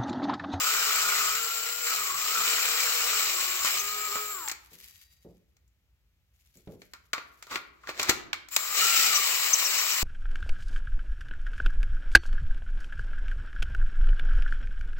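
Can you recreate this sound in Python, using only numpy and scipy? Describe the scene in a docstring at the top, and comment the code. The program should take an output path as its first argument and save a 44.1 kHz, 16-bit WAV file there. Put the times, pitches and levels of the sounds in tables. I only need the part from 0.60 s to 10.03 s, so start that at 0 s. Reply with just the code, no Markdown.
"""A cordless drill is already tearing into an aluminium engine block, close to a camera in a garage.
Its gears whine and sag under load, the flutes squeak, then the bit is pulled out and the motor runs down.
Chips trickle, a few soft steps fall, the bit clatters back into the hole and the drilling starts again.
Tones locked to the motor's turns make the drill; shaped noise makes cut, contacts and steps; a room tail
and a faint rumble surround them at the left and right microphones."""
import sys
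import numpy as np
from scipy import signal
from scipy.fft import rfft, irfft, next_fast_len
from scipy.io import wavfile
from scipy.ndimage import uniform_filter1d, map_coordinates

SR = 44100
rng = np.random.default_rng(int(sys.argv[2]) if len(sys.argv) > 2 else 0)


def generate_wav(sig):
    """Save sig (samples, or channels by samples) to the path in sys.argv[1] as 16-bit PCM at SR."""
    pcm = np.round(np.clip(np.atleast_2d(sig).T, -1, 1) * 32767).astype(np.int16)
    wavfile.write(sys.argv[1], SR, pcm)


N = 415845

# Trigger pulls: [pulled t/s, released t/s, rotor hum at top speed level/dB, left minus right/dB]
TRIGGER_PULLS = [(-1, 3.72, -7.5, 0), (7.9, 10, -22, 1)]
# Motor speed with the trigger held, before spin-up, coast and jitter: [t/s, turns per second]
MOTOR_SPEED = [(0, 412), (.2, 452), (.68, 410), (.8, 452), (1.24, 471), (1.52, 362), (1.7, 430),
               (1.95, 467), (2.48, 469), (2.78, 368), (3.03, 370), (3.12, 395), (3.2, 410), (3.46, 423),
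               (3.5, 405), (3.56, 424), (3.7, 419), (8.12, 400), (8.2, 405), (8.28, 462), (8.5, 428),
               (8.7, 354), (9.43, 360)]
# Gear tones: [multiple of the motor's turn, free-running level/dB, fully loaded level/dB]
GEAR_TONES = [(1.83, -34, -16), (3, -9.5, -8), (4, -18, -16), (5.5, -20, -13)]
# Relative spectra of the cut, the motor's hiss, a metal contact and a step on concrete: [f/Hz, level/dB per Hz]
CUT_SPECTRUM = [(25, -54), (70, -38), (200, -28), (400, -13.5), (750, -11), (1300, -16.5), (1900, 0),
                (2600, -1.5), (3300, -5), (4000, 1), (6500, -3.5), (8000, -0.5), (9300, -19.5),
                (11400, -5.5), (12000, -16), (13700, -8), (15400, -5)]
HISS_SPECTRUM = [(2500, -23.5), (4000, -9), (5000, -19.5), (6400, -24), (7400, 8.5), (7950, -8),
                 (8600, -31), (9600, -45), (11500, -4.5), (12550, 0), (13700, -11.5), (15200, -2.5)]
KNOCK_SPECTRUM = [(20, -39), (60, -9.5), (130, -13.5), (350, -0.5), (750, -2.5), (1400, 0), (2200, 4),
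                  (3000, -3), (4200, 0), (5600, -5.5), (7500, -6.5), (9500, -23), (12500, -13),
                  (15500, -17.5)]
SOLE_SPECTRUM = [(30, -22), (75, 0), (125, -6), (180, 4), (270, -7), (410, 0), (750, -17), (1200, -33),
                 (3000, -50)]
# Gear case resonances that colour the rattle: [f/Hz, width/Hz, level/dB]
HOUSING_MODES = [(1260, 390, 7.5), (1404, 66, -9), (3090, 420, -8.5)]
# Metal contacts of bit, chuck and chips; the last three are relative to the contact:
# [t/s, level/dB, thud/dB, brightness/dB, gear case ring/dB]
CONTACTS = [(3.047, -17, -1, 10, -12), (3.556, -26, 3, -13, -9), (3.877, -26.5, -16, -8, -20),
            (3.884, -20.5, -8, 25, -33), (3.896, -25, -17, 2, -20), (3.914, -23, -7, 9, -34),
            (7.235, -52, 3, -15, 2.5), (4.967, -58, -7, 5.5, -28), (5.078, -63.5, -5, 30, -35),
            (5.971, -47, 8, 44, -32.5), (6.074, -48, 8, -15, -19), (6.218, -39, 10, -3, -40),
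            (6.335, -32.5, -5, -0.5, -18), (6.532, -17, -11, -3.5, -14.5), (6.58, -27, 0, -12, -14),
            (6.825, -34, -17, 3, -29), (6.868, -41.5, 5, 2, -12), (6.911, -42, 6, -14, 8),
            (6.957, -19, -8, -9.5, -15.5), (7.272, -34, -2.5, -7, -5), (7.291, -21, 4.5, -11, -18),
            (7.396, -18, -1, -2, -22), (7.429, -19, -10, 9, -17), (7.494, -10.5, 5.5, 9.5, -20.5),
            (7.73, -17, -22, -8, -25), (7.886, -38, -21, 10, -26), (7.963, -11.5, -12, 8.5, -46)]
# Squeaks, before the make-up gain and the microphone gains: [t/s, length/s, f/Hz, level/dB]
SQUEAK_EVENTS = [(3.185, 0.032, 6240, -32.5), (8.539, 0.044, 5900, -26), (8.93, 0.018, 6200, -16.5),
                 (9.042, 0.037, 5720, -28), (9.177, .035, 5860, -30.5), (9.307, 0.03, 5770, -32)]
# Footsteps, before the steps' trim: [t/s, level/dB, t60/s]
FOOTSTEPS = [(4.116, -61, 0.45), (4.648, -48.5, 0.36), (5.955, -61, 0.3), (6.073, -42.5, 0.36)]
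# Modes of the free bit: [f/Hz, level/dB]
FREE_BIT_MODES = [(1886, -7), (3871, -5), (4730, 0)]
# Relative spectrum of the still garage: [f/Hz, level/dB per Hz]
QUIET_SPECTRUM = [(20, -38), (36, -18), (58, 0), (82, -8), (150, -18), (260, -31), (1000, -38), (2300, -33),
                  (6700, -42), (9500, -50), (12000, -38.5), (15500, -44)]
# How alike the two microphones hear: [f/Hz, likeness 0 to 1]
LIKENESS = [(60, 0.91), (350, .97), (1300, 0.8), (2400, 0.3), (8000, 0.3)]
# Tilt between the microphones: [f/Hz, left minus right level/dB]
LEFT_TILT = [(1500, 0), (2500, 1), (4000, 0), (7000, 8), (11000, 2), (15500, 8)]
# Decay of the garage: [f/Hz, t60/s]
GARAGE_T60 = [(150, 1), (1500, 0.59), (4000, 0.41), (8000, 0.29)]
# Resonances of the bit in the hole: [f/Hz, width/Hz, lift/dB]
BIT_MODES = [(2370, 290, 4.5), (2960, 350, 6), (5340, 270, 3.5), (6700, 200, 4.5)]
# Longest-lived modes of the block after a knock: [f/Hz, width/Hz, level/dB]
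BLOCK_MODES = [(1930, 140, -4), (2260, 290, 2), (4260, 220, -1.5)]
# Level tracks of the two runs, before the offsets below: [t/s, cut level/dB, gear level/dB]
FIRST_RUN_LEVELS = [(0.0, -35, -37.5), (0.62, -35.3, -37.5), (0.8, -40, -40.5), (1.24, -43.5, -43.5),
                    (1.27, -37.5, -39.5), (1.55, -42, -42), (1.81, -35, -38), (2.59, -35, -38.5),
                    (3.02, -39.5, -39.5), (3.06, -34.5, -39), (3.12, -37, -43), (3.19, -38, -38),
                    (3.24, -42, -40), (3.57, -44, -38), (3.68, -49, -43.5), (3.78, -52, -38.5)]
SECOND_RUN_LEVELS = [(7.9, -47.5, -53), (7.99, -47, -43.5), (8.144, -39.5, -41.5), (8.198, -31, -39.5),
                     (8.5, -31.5, -41.5), (8.678, -35, -39.5), (9.38, -36, -39.5)]
# The flutes catch as the bit is worked up and down the hole: [t/s, length/s, level/dB]
SHOVE_EVENTS = [(2.815, 0.02, -50), (3.47, 0.019, -44.5), (6.912, 0.057, -40.5), (7.29, 0.012, -42),
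                (7.397, 0.0065, -32.5), (7.42, 0.035, -39), (7.497, 0.0034, -21)]
# Loose chips are stirred: [t/s, length/s, level/dB]
RUSTLE_EVENTS = [(4.12, 0.23, -59), (5.85, 0.45, -71.5), (6.66, 0.28, -70.5)]
# Relative spectrum of the loose chips: [f/Hz, level/dB per Hz]
RUSTLE_SPECTRUM = [(300, -36), (2200, 4), (7000, 2), (9500, -8), (11500, 7.5), (15500, -4.5)]
# The withdrawn bit rings as chips leave it: [t/s, length/s, level/dB]
FREE_RING_EVENTS = [(4.15, 0.15, -78), (4.36, 0.15, -73)]
# How hard the flutes chatter in the hole: [t/s, chatter 0 smooth to 1 violent]
CHATTER_TRACK = [(0, 1), (.7, .95), (.8, .55), (1.23, .38), (1.29, .95), (1.55, .85), (1.8, 1), (2.6, 1),
                 (2.95, .5), (3.13, .85), (3.2, .15), (3.7, 0), (7.95, .8), (8.2, .7), (8.55, .72),
                 (8.75, .95)]
# Case resonances that swell a passing gear tone: [f/Hz, width/Hz, lift/dB]
CASE_MODES = [(780, 130, 7), (1320, 330, 11), (2330, 200, 11), (2850, 400, 6)]
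# Gear case modes when jolted: [f/Hz, width/Hz, level/dB]
CLUNK_MODES = [(1215, 290, 1), (1373, 45, 5)]
# The bit grabs and the gears growl: [t/s, length/s, level/dB, upper sideband relative level/dB]
GROWL_EVENTS = [(0, .25, -38.5, -3), (.36, .17, -37.5, 0), (.61, .11, -38, -5), (1.28, .06, -38, -7),
                (1.4, .28, -44, -9), (1.74, .04, -36.5, -10), (8.2, .35, -34, -10)]
# The bit sings, lower as it digs in: [t/s, f/Hz, level/dB]
SING_TRACK = [(8.13, 2950, -62), (8.21, 2900, -36.5), (8.32, 2800, -35.5), (8.41, 2590, -39.5),
              (8.51, 2360, -36), (8.63, 2200, -43), (8.76, 2050, -60)]

IDLE_DB, FULL_LOAD_DB = -47, -31  # cut level that counts as no load and as full load
CUT_DB = 6  # offset of the tearing metal from the cut level
RATTLE_FREE_DB, RATTLE_LOADED_DB = -9.5, -3  # offsets from the gear level: smooth, violent chatter
WHINE_FREE_DB, WHINE_LOADED_DB = 0, -4  # likewise for the whine, which gives way to rattle
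HISS_IDLE_DB, HISS_LOADED_DB = -37.5, -31.5  # the motor hisses more as it works harder
SHOVE_RISE_DB_PER_S, SHOVE_FALL_DB_PER_S = 998.5, 717
GRAZE_DB, GRAZE_RISE_DB_PER_S = -15, 208.5  # the bit grazes the rim before each shove
RUSTLE_RISE_DB_PER_S, RUSTLE_FALL_DB_PER_S, FREE_RING_FALL_DB_PER_S = 98, 55, 92
SPIN_UP_S, COAST_S = .009, .48  # spin-up time constant; time to coast to rest
COAST_DB_PER_S, BRAKE_AFTER_S, BRAKE_T60_S = 22, .155, .13  # level fades in the coast, faster once braked
CHUCK_TURNS = 14  # motor turns to one turn of the chuck
CRACK_T60_S, BODY_DB = .011, -14  # the crack of a contact, and the body beside it
RING_T60_S, CLUNK_T60_S = .22, .17  # ringing of the block and of the gear case
GROWL_RISE_DB_PER_S, GROWL_FALL_DB_PER_S = 260, 85
BUCK_TURNS, BUCK_DB = 16, 4.5  # motor turns per buck of a grabbing bit; depth of that pulsing
DRONE_DB = -27  # the low judder under the growl
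FLOOR_DB = -69
TOP_HZ = 15950  # upper band limit of the camera
SIDES = np.array([[.5], [-.5]])  # half of a difference to each microphone: left, right
RIGHT = np.array([[0], [1]])  # selects the right microphone


def amp(db):
    """Decibels to gain."""
    return 10 ** (np.asarray(db) / 20)


def unit(x):
    """Scale to rms 1."""
    return x / np.sqrt(np.mean(x ** 2) + 1e-20)


def along(points, hz):
    """Read (f/Hz, value) points on a log frequency axis."""
    f, v = np.transpose(points)
    return np.interp(np.log(hz + 1), np.log(f + 1), v)


def curves(rows):
    """One value per sample for each column after the time."""
    s, *cols = np.transpose(rows)
    return [np.interp(np.arange(N) / SR, s, c) for c in cols]


def between(free, loaded, load):
    """A value that goes from free to loaded as the load goes from 0 to 1."""
    return free + (loaded - free) * load


def wobble(rate):
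    """A smooth random curve with rate knots a second."""
    knots = rng.standard_normal(int(N * rate / SR) + 4)
    return map_coordinates(knots, [np.arange(N) * rate / SR])


def noise(size):
    """Unrelated white noise for two microphones."""
    return rng.standard_normal((2, size))


def filtered(x, response):
    """Apply a complex response of frequency to x."""
    n = x.shape[-1]
    m = next_fast_len(n + 8192)
    return irfft(rfft(x, m) * response(np.fft.rfftfreq(m, 1 / SR)), m)[..., :n]


def coloured(x, spectrum):
    """Shape x by a spectrum, at rms 1."""
    return unit(filtered(x, lambda hz: amp(along(spectrum, hz))))


def lift_db(modes, hz):
    """Summed resonance peaks in dB at a frequency."""
    return sum(db / (1 + (2 * (hz - c) / w) ** 2) for c, w, db in modes)


def resonant(x, modes):
    """Pass x through band-pass resonances with steepened skirts, at rms 1."""
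    def response(f):
        return sum(amp(db) * (1j * f * w / (c * c - f * f + 1j * f * w)) ** 1.5 for c, w, db in modes)
    return unit(filtered(x, response))


def microphones(pair, lead_ms=.13):
    """Make two signals left and right: most alike in the bass, left earlier and brighter; mid rms 1."""
    def blend(hz):
        turn = np.arccos(np.clip(along(LIKENESS, hz), 0, 1)) / 2
        return np.array([np.cos(turn), np.sin(turn)])

    def placing(hz):
        lead = np.exp(2j * np.pi * SIDES * hz * lead_ms / 1000)
        return amp(SIDES * along(LEFT_TILT, hz)) * lead

    mid, side = filtered(pair, blend)
    both = filtered(np.array([mid + side, mid - side]), placing)
    return both / both.mean(0).std()


def add(track, s, sound):
    """Mix a sound into a track at time s."""
    part = track[..., round(s * SR):][..., :sound.shape[-1]]
    part += sound[..., :part.shape[-1]]


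def swells(rows, rise_db_per_s, fall_db_per_s):
    """Gain of (t/s, length/s, level/dB) events: each rises to its level, holds it and dies away."""
    t = np.arange(N) / SR
    total = 0
    for s, length, db in rows:
        rise = rise_db_per_s * np.maximum(s - t, 0)
        fall = fall_db_per_s * np.maximum(t - s - length, 0)
        total = total + amp(db - rise - fall)
    return total


def fractures(rate, spread_db):
    """Random tiny snaps, rate a second, some much stronger; each is a brief noise burst per microphone."""
    strength = amp(spread_db * np.minimum(rng.exponential(size=N), 4))
    snaps = (rng.random(N) < rate / SR) * strength
    energy = signal.lfilter([1], [1, -np.exp(-1 / (0.00043 * SR))], snaps ** 2)  # 0.43 ms decay
    return unit(np.sqrt(energy) * noise(N))


def patchy(x, depth_db):
    """Each chip favours other frequencies: short time-frequency patches of random gain."""
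    z = signal.stft(x, nperseg=512)[2]
    field = rng.standard_normal(z.shape[1:])
    field = uniform_filter1d(uniform_filter1d(field, 4, 0), 7, 1)
    return unit(signal.istft(z * amp(depth_db * unit(field)), nperseg=512)[1][:, :N])


def trigger(pulled, released):
    """Share of full speed and gain for one pull: quick spin-up, steady coast, then a braked fade."""
    t = np.arange(N) / SR
    spin_up = 1 - np.exp(-np.maximum(t - pulled, 0) / SPIN_UP_S)
    spin = spin_up * np.clip(1 - (t - released) / COAST_S, 0, 1)
    coast_db = -COAST_DB_PER_S * np.maximum(t - released, 0)
    brake_db = -60 * np.maximum(t - released - BRAKE_AFTER_S, 0) / BRAKE_T60_S
    return spin, spin_up ** 4 * amp(coast_db + brake_db)


def drill(hum_grows=3):
    """Motor turns time the moving parts and the depth of cut loads them; speed sags as the table says."""
    spins, gains = np.swapaxes([trigger(pulled, released) for pulled, released, _, _ in TRIGGER_PULLS], 0, 1)
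    cut_db, gear_db = curves(FIRST_RUN_LEVELS + SECOND_RUN_LEVELS)
    load = np.clip((cut_db - IDLE_DB) / (FULL_LOAD_DB - IDLE_DB), 0, 1)
    chatter, = curves(CHATTER_TRACK)
    tug = 1 + (.0025 + .022 * chatter ** 2) * wobble(30)  # the bites tug at the speed
    speed = curves(MOTOR_SPEED)[0] * spins.sum(0) * tug
    turns = np.cumsum(speed) / SR
    hum = sum(amp(db) * spin for (_, _, db, _), spin in zip(TRIGGER_PULLS, spins))
    hum = hum * (speed / speed.max()) ** hum_grows
    placed = sum(gain * amp(left_db * SIDES) for (_, _, _, left_db), gain in zip(TRIGGER_PULLS, gains))
    gear_sound = rattle(turns, chatter, gear_db) + whine(speed, turns, load, chatter, gear_db, hum)
    return placed * (cutting(turns, cut_db) + gear_sound + growl(turns) + sing() + hiss(load))


def cutting(turns, level_db):
    """Two flutes tear chips off the wall; the tearing pulses with the turns of the geared-down chuck."""
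    chuck = 2 * np.pi * turns / CHUCK_TURNS
    bite_db = 1.1 * np.sin(chuck) + 0.31 * np.sin(2 * chuck + wobble(6.1))
    bite_db += 0.77 * wobble(25) + 0.21 * wobble(220)
    tearing = patchy(noise(N) + 0.46 * fractures(rate=1100, spread_db=1.0), depth_db=1.5)
    ringing = filtered(tearing, lambda hz: amp(lift_db(BIT_MODES, hz)))
    return amp(level_db + CUT_DB + bite_db) * microphones(coloured(ringing, CUT_SPECTRUM))


def rattle(turns, chatter, gear_db, spread_db=1.5):
    """Gears knock through their backlash four times a chuck turn, unevenly, and ring the gear case."""
    mesh = amp(1.8 * np.sin(2 * np.pi * 3 * turns) + 2.3 * wobble(160) + 1.2 * wobble(45))
    bites = np.floor(4 * turns / CHUCK_TURNS + .22 * wobble(90))
    strength = amp(spread_db * np.clip(rng.standard_normal(N), -2, 2))
    knocks = np.abs(np.diff(bites, prepend=bites[0])) * strength * rng.choice([-1, 1], (2, N))
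    share = .45  # of the driving power is in the knocks
    drive = np.sqrt(1 - share) * unit(mesh * noise(N)) + np.sqrt(share) * unit(knocks)
    level_db = gear_db + between(RATTLE_FREE_DB, RATTLE_LOADED_DB, chatter)
    return amp(level_db) * microphones(resonant(drive, HOUSING_MODES))


def whine(speed, turns, load, chatter, gear_db, hum):
    """Rotor hum and gear tones follow the shaft; chatter shakes and pulses them, load shifts their levels."""
    shake = .1 + 1.1 * chatter
    chuck = 2 * np.pi * turns / CHUCK_TURNS
    bite_db = 4.5 * chatter * np.sin(2 * chuck + wobble(20))
    pulse = amp(bite_db + 2 * chatter * wobble(55) - 1.5 * chatter)
    twist = 1.1 * chatter ** 2 * np.sin(4 * chuck + 1.5 * wobble(25))  # the bit winds up and lets go

    def tone(k):
        phase = 2 * np.pi * k * turns + twist + shake * wobble(110)
        return np.sqrt(2) * np.sin(phase) * amp(2 * shake * wobble(120))

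    gears = 0
    for k, free, loaded in GEAR_TONES:
        tone_db = between(free, loaded, load ** 3) + lift_db(CASE_MODES, k * speed)
        gears = gears + amp(tone_db) * tone(k)
    rotor = hum * amp(2.5 * wobble(25)) * np.sin(2 * np.pi * turns + 1.3 * shake * wobble(40))
    level_db = gear_db + between(WHINE_FREE_DB, WHINE_LOADED_DB, chatter)
    tones = amp(level_db) * (pulse * gears + rotor)
    # the right microphone trails by up to one radian
    return filtered(tones, lambda hz: np.exp(-1j * np.minimum(hz / 1300, 1) * RIGHT))


def growl(turns, waver=1.15, rough_db=2.5):
    """As the bit grabs, the main gear tone swells and wavers over a low judder; backlash adds a sideband."""
    buck_db = BUCK_DB * np.sin(2 * np.pi * turns / BUCK_TURNS + wobble(16))
    buck = unit(amp(buck_db + 1.5 * wobble(22) + rough_db * wobble(200)))

    def tone(k):
        return np.exp(1j * (2 * np.pi * k * turns + waver * wobble(60) + .6 * wobble(260)))

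    main = tone(3) + amp(DRONE_DB) * tone(6 / CHUCK_TURNS)
    upper = tone(3 + 6 / CHUCK_TURNS)
    voice = 0
    for s, length, db, side_db in GROWL_EVENTS:
        swell = swells([(s, length, db)], GROWL_RISE_DB_PER_S, GROWL_FALL_DB_PER_S)
        voice = voice + swell * (main + amp(side_db) * upper)
    return np.sqrt(2) * np.real(buck * voice * np.exp(-1.3j * RIGHT))  # the right trails by 1.3 radians


def hiss(load):
    """Fan and bearings hiss as patchy shaped noise, louder under load."""
    level_db = between(HISS_IDLE_DB, HISS_LOADED_DB, load) + 0.46 * wobble(60)
    return amp(level_db) * microphones(coloured(patchy(noise(N), depth_db=2.0), HISS_SPECTRUM))


def garage(x, size=22050):
    """The room's answer: each frequency dies at its own rate; the echo pattern is redrawn each half second."""
    out = np.zeros((2, N))
    for start in range(0, N, size):
        hz, t, z = signal.stft(noise(SR * 3 // 4), SR, nperseg=256)
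        decay = amp(-60 * t / along(GARAGE_T60, hz)[:, None])
        tail = signal.istft(z * decay, SR, nperseg=256)[1]
        tail *= 1 - np.exp(-np.arange(tail.shape[1]) / SR / 0.011)  # soft onset
        tail /= np.linalg.norm(tail[0])
        add(out, start / SR, signal.fftconvolve(x[:, start:start + size], tail, axes=1))
    return out


def still_garage():
    """The faint rumble of the place: shaped noise whose level drifts slowly."""
    return amp(FLOOR_DB + wobble(0.67)) * microphones(coloured(noise(N), QUIET_SPECTRUM))


def slide():
    """The flutes catch and scrape on the rim: snaps and noise under a fast shove and a slower graze."""
    catches = fractures(rate=300, spread_db=3.5) + 1.3 * noise(N)
    shove = swells(SHOVE_EVENTS, SHOVE_RISE_DB_PER_S, SHOVE_FALL_DB_PER_S)
    graze = amp(GRAZE_DB) * swells(SHOVE_EVENTS, GRAZE_RISE_DB_PER_S, SHOVE_FALL_DB_PER_S)
    return np.maximum(shove, graze) * microphones(coloured(catches, KNOCK_SPECTRUM))


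def taps(body_t60=0.077, attack=0.001, ring_db=-26):
    """Steel on aluminium: a hard crack and a quickly damped body, while block and gear case ring on."""
    out, t = np.zeros((2, N)), np.arange(SR // 3) / SR
    jiggle = amp(3 * wobble(180))  # the loose chuck rattles after each contact
    crack, body = amp(-60 * t / CRACK_T60_S), amp(BODY_DB - 60 * t / body_t60)
    for s, db, thud_db, bright_db, clunk_db in CONTACTS:
        contact = [(430, thud_db), (850, -3.5), (1400, -2), (3000, -1.5), (7000, bright_db)]  # (f/Hz, dB)
        decay = crack + body * jiggle[round(s * SR):][:len(t)]
        decay = decay * (1 - np.exp(-t / attack))
        knock = decay * microphones(coloured(coloured(noise(len(t)), KNOCK_SPECTRUM), contact))
        ring = amp(ring_db - 60 * t / RING_T60_S) * microphones(resonant(noise(len(t)), BLOCK_MODES))
        clunk = amp(clunk_db - 60 * t / CLUNK_T60_S) * microphones(resonant(noise(len(t)), CLUNK_MODES))
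        add(out, s, amp(db) * (knock + ring + clunk))
    return out


def squeaks(fall=0.086, rough=0.047):
    """A flute sticks and slips: a short, falling squeal with rough pitch."""
    out = np.zeros((2, N))
    for s, length, hz, db in SQUEAK_EVENTS:
        u = np.linspace(0, 1, int(length * SR))
        roughness = unit(uniform_filter1d(noise(len(u)), 20))
        pitch = hz * (1 + fall * (.5 - u) + rough * roughness)
        squeal = np.sin(np.pi * u) * np.sin(2 * np.pi * np.cumsum(pitch, 1) / SR)
        add(out, s, amp(db + 3.5) * squeal)
    return out * amp([[4], [-1]])  # left and right gain in dB


def steps(heel_db=2, attack=0.0012):
    """Soft soles thud on the concrete: a short heel strike, then the foot settles."""
    out, t = np.zeros((2, N)), np.arange(SR // 2) / SR
    for s, db, t60 in FOOTSTEPS:
        settle = amp(-60 * np.maximum(t - .025, 0) / t60)
        heel = amp(heel_db - 60 * t / 0.021)
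        weight = (settle + heel) * (1 - np.exp(-t / attack))
        add(out, s, amp(db - 1.0) * weight * microphones(coloured(noise(len(t)), SOLE_SPECTRUM)))
    return out


def trickle():
    """Loose chips rustle and tick; just after it leaves the hole the free bit rings faintly with them."""
    grains = amp(3.8 * wobble(45)) * (fractures(rate=420, spread_db=2) + .7 * noise(N))
    rustle = microphones(coloured(grains, RUSTLE_SPECTRUM))
    stir = swells(RUSTLE_EVENTS, RUSTLE_RISE_DB_PER_S, RUSTLE_FALL_DB_PER_S)
    ring = swells(FREE_RING_EVENTS, RUSTLE_RISE_DB_PER_S, FREE_RING_FALL_DB_PER_S)
    t = np.arange(N) / SR
    modes = 0
    for hz, db in FREE_BIT_MODES:
        phase = 2 * np.pi * hz * t + .8 * wobble(50) + .5 * wobble(300)
        modes = modes + amp(db + 2 * wobble(70)) * np.sin(phase)
    return stir * rustle + ring * np.sqrt(2) * modes


def sing():
    """Under the hardest push the flutes drive one narrow, rough resonance of the bit, which glides down."""
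    hz, db = curves(SING_TRACK)
    t = np.arange(N) / SR

    def rough():
        return wobble(190) + 1j * wobble(190)

    swing = 1.4 + rough() + np.array([rough(), rough()])  # shared roughness, then each microphone's own
    tone = unit(np.real(swing * np.exp(2j * np.pi * np.cumsum(hz) / SR)))
    sounding = (t > SING_TRACK[0][0]) * (t < SING_TRACK[-1][0])
    return sounding * amp(db) * tone


def scene():
    """Drill, handling and steps close to the camera, with the garage's answer and its faint rumble."""
    tool = drill() + squeaks()
    handling = taps() + slide() + trickle()
    feet = steps()
    room = garage(amp(-13.0) * tool + amp(-13.0) * handling + amp(-19.5) * feet)
    return tool + handling + feet + room + still_garage()


def record(dry):
    """The camera's steep upper band limit."""
    return filtered(dry, lambda hz: 1 / np.hypot(1, (hz / TOP_HZ) ** 120))


dry = scene()
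out = record(dry)
generate_wav(out)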